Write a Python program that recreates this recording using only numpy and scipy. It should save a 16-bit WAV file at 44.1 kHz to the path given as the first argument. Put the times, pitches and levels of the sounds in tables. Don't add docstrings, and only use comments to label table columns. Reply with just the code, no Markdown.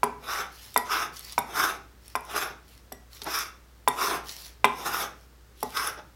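import sys
import numpy as np
from scipy import signal
from scipy.fft import rfft, irfft, next_fast_len
from scipy.io import wavfile
from scipy.ndimage import uniform_filter1d, map_coordinates

SR = 44100
rng = np.random.default_rng(int(sys.argv[2]) if len(sys.argv) > 2 else 0)


def to_wav(sig):
    pcm = np.clip(np.atleast_2d(sig), -1, 1) * 32767
    pcm = np.round(pcm).astype(np.int16)
    wavfile.write(sys.argv[1], SR, pcm.T)


N = 271215

# start in seconds, run-up in seconds,
# full cut in seconds, wood ring in dB, ring pitch in Hz at full cut, low drag in dB, tearing in dB,
# edge hiss in dB, blade ring in dB, step up at the bite in dB.
STROKES = [(.205, .1, 0.1, -30.5, 1280, -37, -36, -40, -44.5, 2.5),
           (.835, 0.079, .11, -29, 1293, -36.5, -36.5, -40, -39.5, 3.5),
           (1.48, 0.11, 0.093, -26.5, 1323, -32.5, -32.5, -34, -40.5, 2),
           (2.245, 0.11, 0.073, -29.5, 1336, -35, -34, -35.5, -48, 5.5),
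           (3.215, .123, 0.073, -31, 1330, -41, -32, -33.5, -33.5, 4.5),
           (3.915, 0.093, 0.14, -28, 1210, -32, -34, -36, -46, 5),
           (4.68, 0.26, 0.098, -32, 1300, -35.5, -36, -37.5, -46, 1),
           (5.69, 0.073, 0.12, -31, 1316, -37.5, -36.5, -36.5, -39.5, 11)]
# start in seconds, level in dB, bench thud against the knock in dB,
# contact corner in Hz, ring pitch in Hz, lift of the overtones in dB, tool ring against the knock in dB,
# delay of the blade rattle in seconds, rattle level in dB ahead of the chatter trim.
LANDINGS = [(0.032, -7, 7.5, 1870, 999, 9, -36, 0.0076, -22.5),
            (0.7617, -6.5, -2, 1700, 998, 6, -17.5, 0.014, -11),
            (1.3797, -8.5, 1, 1640, 968.2, 11, -32, .009, -20),
            (2.1534, -12.5, -2, 1510, 1030, 10, -27, 0.0053, -25.5),
            (2.9204, -30, 10.5, 1130, 753, 12, -16.5, 0.0036, -28),
            (3.2172, -36.5, 17, 1510, 890, 19, -24, 0.00059, -44),
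            (3.8762, -6.5, 1, 1570, 1013, 10.5, -25.5, .007, -12),
            (4.6442, -1.5, 3.5, 3280, 1029, 13, -25, .007, -20),
            (5.6285, -16, 12, 1140, 863, 7.5, -31, .002, -19)]
# frequency in Hz, relative level in dB.
DRAG = [(60, -20.5), (130, 5), (250, 5), (410, 14.5), (560, 8.5), (700, 14.5), (820, 17.5), (950, 11),
        (1300, -53)]
# frequency in Hz, relative level in dB.
TEAR = [(1200, -54), (1750, 0), (2050, 3.5), (2380, 3.5), (2750, 2), (3130, -3.5), (3570, 4), (4000, -3),
        (4500, -7.5), (5100, 0.5), (5620, 2.5), (5950, -5.5), (6250, 2.5), (7400, -52.5)]


def cutting(ring_db=-1, drag_db=-2, tear_db=-1, edge_db=-2, blade_db=-2, grain_db=2.0, judder_db=0.0, splinter_db=-11):
    # frequency in Hz, relative level in dB.
    edge_colour = [(5000, -42.5), (6800, 0.5), (7700, -2), (9500, 1.5), (11200, 5), (12600, 2.5),
                   (15000, -2.5), (16200, -12.5)]
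    # frequency in Hz, relative level in dB.
    blade_colour = [(4300, -37.5), (5000, 1), (5300, 0.5), (5600, 0), (6600, -36)]
    bite = unit(amp(grain_db * wobble(45) + judder_db * wobble(320)))
    splinters = amp(splinter_db) * fractures(rate=350, spread_db=4.5)
    chips = bite * (fractures(rate=3500, spread_db=2) + splinters)
    fine_breaks = fractures(rate=12000, spread_db=3.5)
    fibres = shifting(bite * (fine_breaks + splinters), depth_db=3)

    wood = stroke_gain(axis=3, rise_power=2.3, release_share=1.0) * wood_ring(chips, width_hz=474)
    drag = stroke_gain(axis=5, rise_power=.9, release_share=0.72) * coloured(chips, DRAG)
    tear = stroke_gain(axis=6, rise_power=1.37, release_share=0.95) * coloured(fibres, TEAR)
    edge = stroke_gain(axis=7, rise_power=1.58, release_share=1.09) * coloured(fibres, edge_colour)
    blade = stroke_gain(axis=8, rise_power=2.5, release_share=2.0) * coloured(chips, blade_colour)
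    mix = amp(ring_db) * wood + amp(drag_db) * drag + amp(tear_db) * tear
    return mix + amp(edge_db) * edge + amp(blade_db) * blade


def stroke_gain(axis, rise_power, release_share):
    sag_db_per_s, base_release_db_per_s = 25, 269.5
    skid_db, skid_s = -23.5, 0.044
    bite_s = .005
    t, gain = np.arange(N) / SR, np.zeros(N)
    for row in STROKES:
        start, rise, hold, *_, bite_db = row
        effort = push(start, rise, hold, sag_db_per_s, base_release_db_per_s * release_share / rise_power)
        skid = amp(skid_db) * np.clip(1 - np.abs(t - start) / skid_s, 0, 1)
        bite_progress = np.clip((t - start - rise) / bite_s, 0, 1)
        depth = amp(bite_db * (bite_progress - 1))
        gain += amp(row[axis]) * depth * (effort ** rise_power + skid)
    return gain


def wood_ring(pulses, width_hz):
    glide_hz_per_s = 460
    t, pitch = np.arange(N) / SR, np.full(N, float(STROKES[0][4]))
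    for start, rise, hold, _, hz, *_ in STROKES:
        glide = glide_hz_per_s * (np.minimum(t - start, rise + hold) - rise)
        pitch = np.where(t >= start, hz + glide, pitch)
    turn = np.exp(2j * np.pi * np.cumsum(pitch) / SR)
    narrow = signal.lfilter(*signal.butter(2, width_hz / 2, fs=SR), pulses / turn)
    return unit((turn * narrow).real)


def catches(ring_db=-3, tear_db=-7):
    # centre in seconds, length in seconds, level in dB.
    judders = [(0.401, 0.0075, -32), (1.537, 0.056, -48), (2.296, 0.021, -44), (2.353, 0.02, -30.5),
               (2.489, 0.057, -41.5), (3.277, 0.029, -31.5), (5.986, .025, -42.5)]
    t = np.arange(N) / SR
    chips = fractures(rate=2000, spread_db=2)
    gain = sum(amp(db) * np.exp(-(2 * (t - s) / length) ** 2 / 2) for s, length, db in judders)
    drag = coloured(chips, DRAG)
    wood = amp(ring_db) * wood_ring(chips, width_hz=660)
    tear = amp(tear_db) * coloured(chips, TEAR)
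    return gain * unit(drag + wood + tear)


def landings(bench_rise_s=0.0083, radiate_hz=680, boards_db=-21, boards_t60=0.1, bounce_db=-16.5, bounce_t60=0.09):
    # multiple of the ring pitch, level in dB ahead of the overtone lift,
    # time to fall 60 dB in seconds.
    handle_modes = [(0.598, -40, 0.049), (.715, -8.5, 0.18), (0.83, -1, 0.15), (.92, -1.5, 0.053),
                    (1, 17, 0.045), (1.16, 8.5, 0.024), (1.33, 8, 0.023), (1.53, -7, 0.042),
                    (1.97, -8, 0.026), (2.3, 3.5, 0.016), (2.55, -4.5, 0.0108), (3.55, -25, 0.02)]
    # frequency in Hz, level in dB, time to fall 60 dB in seconds.
    bench_modes = [(144.7, -34.5, 0.12), (247, -22.5, 0.096), (414, -14.5, 0.071)]
    # frequency in Hz, level in dB, time to fall 60 dB in seconds.
    body_modes = [(2036, -0.5, 0.11), (1918, -4, 0.21), (3590, -5.5, 0.074), (8000, -19.5, .1)]
    # frequency in Hz, relative level in dB.
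    boards_colour = [(60, -17.5), (130, -25), (260, -8.5), (340, -5.5), (430, 10), (560, 3), (800, -33.5),
                     (1100, 4), (1700, 8), (2500, -15.5), (3300, 8), (6000, -16.5), (9000, -1)]
    out, t = np.zeros(N), np.arange(SR // 3) / SR
    radiation = signal.butter(2, radiate_hz, 'high', fs=SR)
    for s, db, thud_db, corner_hz, pitch_hz, overtone_db, tool_db, delay, _ in LANDINGS:
        contact = signal.butter(2, corner_hz, fs=SR)
        modes = [(multiple * pitch_hz, level + overtone_db * (multiple > np.sqrt(2)), t60)
                 for multiple, level, t60 in handle_modes]
        knock = signal.lfilter(*contact, ring(modes, t, scatter_db=1.5))
        knock = signal.lfilter(*radiation, knock)

        clack = coloured(rng.standard_normal(len(t)), boards_colour) * amp(bounce_db - 60 * t / bounce_t60)
        add(out, s + delay, amp(db) * signal.lfilter(*contact, clack) / 2)

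        thud = ring(bench_modes, t, scatter_db=1.5)
        boards = signal.lfilter(*contact, coloured(rng.standard_normal(len(t)), boards_colour))
        boards = boards * amp(boards_db - 60 * t / boards_t60)
        bench = (amp(thud_db) * thud + boards) * (1 - np.exp(-(t / bench_rise_s) ** 2))
        tool = amp(tool_db) * ring(body_modes, t, scatter_db=1.5)
        add(out, s, amp(db) * (knock / np.abs(knock).max() + bench + tool))
    return out


def chatter(contact_t60=0.0064, level_db=-3):
    # frequency in Hz, level in dB, time to fall 60 dB in seconds.
    steel_modes = [(3620, -3, .02), (5050, -12, .014), (5630, -6, .011), (7800, -18, .035),
                   (10400, -13, .018), (11300, 0, .003), (12050, 0, .005), (14000, 0, .0024)]
    out, t = np.zeros(N), np.arange(SR // 10) / SR
    for s, db, hz in blade_contacts():
        grit = rng.standard_normal(len(t)) * amp(-60 * t / contact_t60)
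        crack = signal.lfilter(*signal.iirpeak(hz, 2, SR), grit)
        steel = signal.fftconvolve(crack, ring(steel_modes, t, scatter_db=7.5))[:len(t)]
        click = unit(steel) + unit(crack)
        add(out, s, amp(db + level_db) * 2 * click / np.abs(click).max())
    return out


def blade_contacts():
    # start in seconds, level in dB ahead of the chatter trim,
    # centre of the crack in Hz.
    ticks = [(0.743, -29, 8050), (1.194, -30.5, 11000), (1.3235, -27, 7300), (2.0806, -36.5, 9500),
             (2.208, -41, 11000), (2.251, -40, 12100), (3.1485, -43, 9000), (3.235, -31, 11000),
             (3.2432, -27, 11000), (3.389, -21, 11000), (5.873, -20, 11000)]
    seat_db, seat_hz, seat_share = -14, 5600, 0.24
    rattle_hz, rebound_s, rebound_loss_db = 12100, 0.0022, 7.5
    contacts = list(ticks)
    for s, db, *_, delay, rattle_db in LANDINGS:
        contacts.append((s + seat_share * delay, db + seat_db, seat_hz))
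        for k in range(3):
            contacts.append((s + delay + k * rebound_s, rattle_db - k * rebound_loss_db, rattle_hz))
    return contacts


def snaps(t60=0.032, sharpness=3, level_db=1):
    # start in seconds, level in dB ahead of the trim, pitch in Hz.
    breaks = [(1.1673, -33, 5200), (3.1692, -41.5, 3630), (3.218, -26, 3900), (4.2926, -24.5, 4200),
              (5.771, -20.5, 3770)]
    out, t = np.zeros(N), np.arange(SR // 20) / SR
    for s, db, hz in breaks:
        burst = unit(signal.lfilter(*signal.iirpeak(hz, sharpness, SR), rng.standard_normal(len(t))))
        add(out, s, burst * amp(db + level_db - 60 * t / t60) / 2)
    return out


def sliding(level_db=-1, crackle=0.6):
    # start in seconds, length in seconds, rub in dB ahead of the trim.
    returns = [(0.492, 0.26, -49.5), (1.118, 0.22, -44.5), (1.998, 0.12, -55.5), (2.632, 0.145, -58.5),
               (3.096, 0.065, -48), (4.225, 0.24, -44), (5.14, 0.091, -62.5), (5.553, 0.21, -50)]
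    # frequency in Hz, relative level in dB.
    sole_colour = [(200, -32.5), (700, -7.5), (1300, -7.5), (1600, -7), (2400, -3), (3000, -2.5),
                   (4400, -0.5), (5600, -1), (6600, -6), (8500, -10), (11500, -6), (16000, -8.5)]
    rise_s, sag_db_per_s, release_db_per_s = 0.057, 7, 238
    unevenness = amp(.8 * wobble(70) + 1.2 * wobble(22))
    brush = fractures(rate=20000, spread_db=2) * unevenness
    t = np.arange(SR // 100) / SR
    crumple = rng.standard_normal(len(t)) * amp(-60 * t / .008)
    curls = unit(signal.fftconvolve(fractures(rate=90, spread_db=3.5), crumple)[:N])
    rustle = shifting(brush + crackle * curls, depth_db=2.4)
    gain = sum(amp(db) * push(s, rise_s, abs(length - rise_s), sag_db_per_s, release_db_per_s)
               for s, length, db in returns)
    return amp(level_db) * gain * coloured(rustle, sole_colour)


def workshop(x, wet_db, treble_db, build_s=0.00043):
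    # frequency in Hz, time to fall 60 dB in seconds.
    decay = [(150, 0.88), (400, 0.36), (1200, 0.38), (3000, 0.37), (7000, 0.39), (15000, 0.13)]
    out, block = x.copy(), SR // 2
    for start in range(0, N, block):
        hz, t, z = signal.stft(rng.standard_normal(block), SR, nperseg=256)
        colour = amp(along([(2000, 0.0093), (12000, treble_db)], hz))[:, None]
        fade = amp(-60 * t / along(decay, hz)[:, None])
        tail = signal.istft(z * fade * colour, SR, nperseg=256)[1]
        tail = tail * (1 - np.exp(-(np.arange(len(tail)) / SR / build_s) ** 2))
        answer = signal.fftconvolve(x[start:start + block], tail / np.linalg.norm(tail))
        add(out, start / SR, amp(wet_db) * answer)
    return out


def background(hum_db=-52.5, air_db=-57.5):
    # frequency in Hz, relative level in dB.
    air_colour = [(20, -13.5), (35, -12), (50, 3.5), (80, -6), (110, 0.5), (150, -7), (250, -10),
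                  (420, -10), (700, -17), (1400, -16), (2500, -22.5), (5000, -24), (10000, -29.5),
                  (16000, -28)]
    hum = np.sin(2 * np.pi * 60 * np.arange(N) / SR)
    air = coloured(rng.standard_normal(N), air_colour)
    return amp(hum_db) * hum + amp(air_db) * air


def push(start, rise, hold, sag_db_per_s, release_db_per_s):
    t = np.arange(N) / SR - start
    held = np.clip(t - rise, 0, hold) - hold / 2
    released = np.maximum(t - rise - hold, 0)
    return np.clip(t / rise, 0, 1) * amp(-sag_db_per_s * held - release_db_per_s * released)


def fractures(rate, spread_db):
    breaks = rng.random(N) < rate / SR
    signs = rng.choice([-1, 1], N)
    return unit(breaks * signs * amp(spread_db * rng.standard_normal(N)))


def ring(modes, t, scatter_db):
    hz, db, t60 = np.transpose(modes)[:, :, None]
    hz = hz * (1 + .009 * rng.standard_normal(hz.shape))
    level_db = db + scatter_db * rng.standard_normal(db.shape)
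    return np.sum(amp(level_db - 60 * t / t60) * np.sin(2 * np.pi * hz * t), axis=0)


def shifting(x, depth_db):
    z = signal.stft(x, nperseg=512)[2]
    field = uniform_filter1d(rng.standard_normal(z.shape), 6, axis=0)
    field = uniform_filter1d(field, size=9, axis=1)
    return unit(signal.istft(z * amp(depth_db * unit(field)), nperseg=512)[1][:N])


def wobble(rate):
    knots = rng.standard_normal(int(N * rate / SR) + 4)
    return map_coordinates(knots, [np.arange(N) * rate / SR])


def coloured(x, spectrum):
    return unit(filtered(x, lambda hz: amp(along(spectrum, hz))))


def filtered(x, response):
    m = next_fast_len(len(x) + SR // 2)
    return irfft(rfft(x, m) * response(np.fft.rfftfreq(m, 1 / SR)), m)[:len(x)]


def along(points, hz):
    f, v = np.transpose(points)
    return np.interp(np.log(hz + 1), np.log(f + 1), v)


def amp(db):
    return 10 ** (np.asarray(db) / 20)


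def unit(x):
    return x / np.sqrt(np.mean(x ** 2) + 1e-20)


def add(track, s, sound):
    part = track[round(s * SR):][:len(sound)]
    part += sound[:len(part)]


def scene():
    strokes = workshop(cutting() + catches() + sliding(), wet_db=-11, treble_db=-11.0)
    blows = workshop(landings() + chatter() + snaps(), wet_db=-11.5, treble_db=-6.5)
    return strokes + blows + background()


def record(dry):
    return filtered(np.clip(dry, -1, 1), lambda hz: hz < 16200)


dry = scene()
out = record(dry)
to_wav(out)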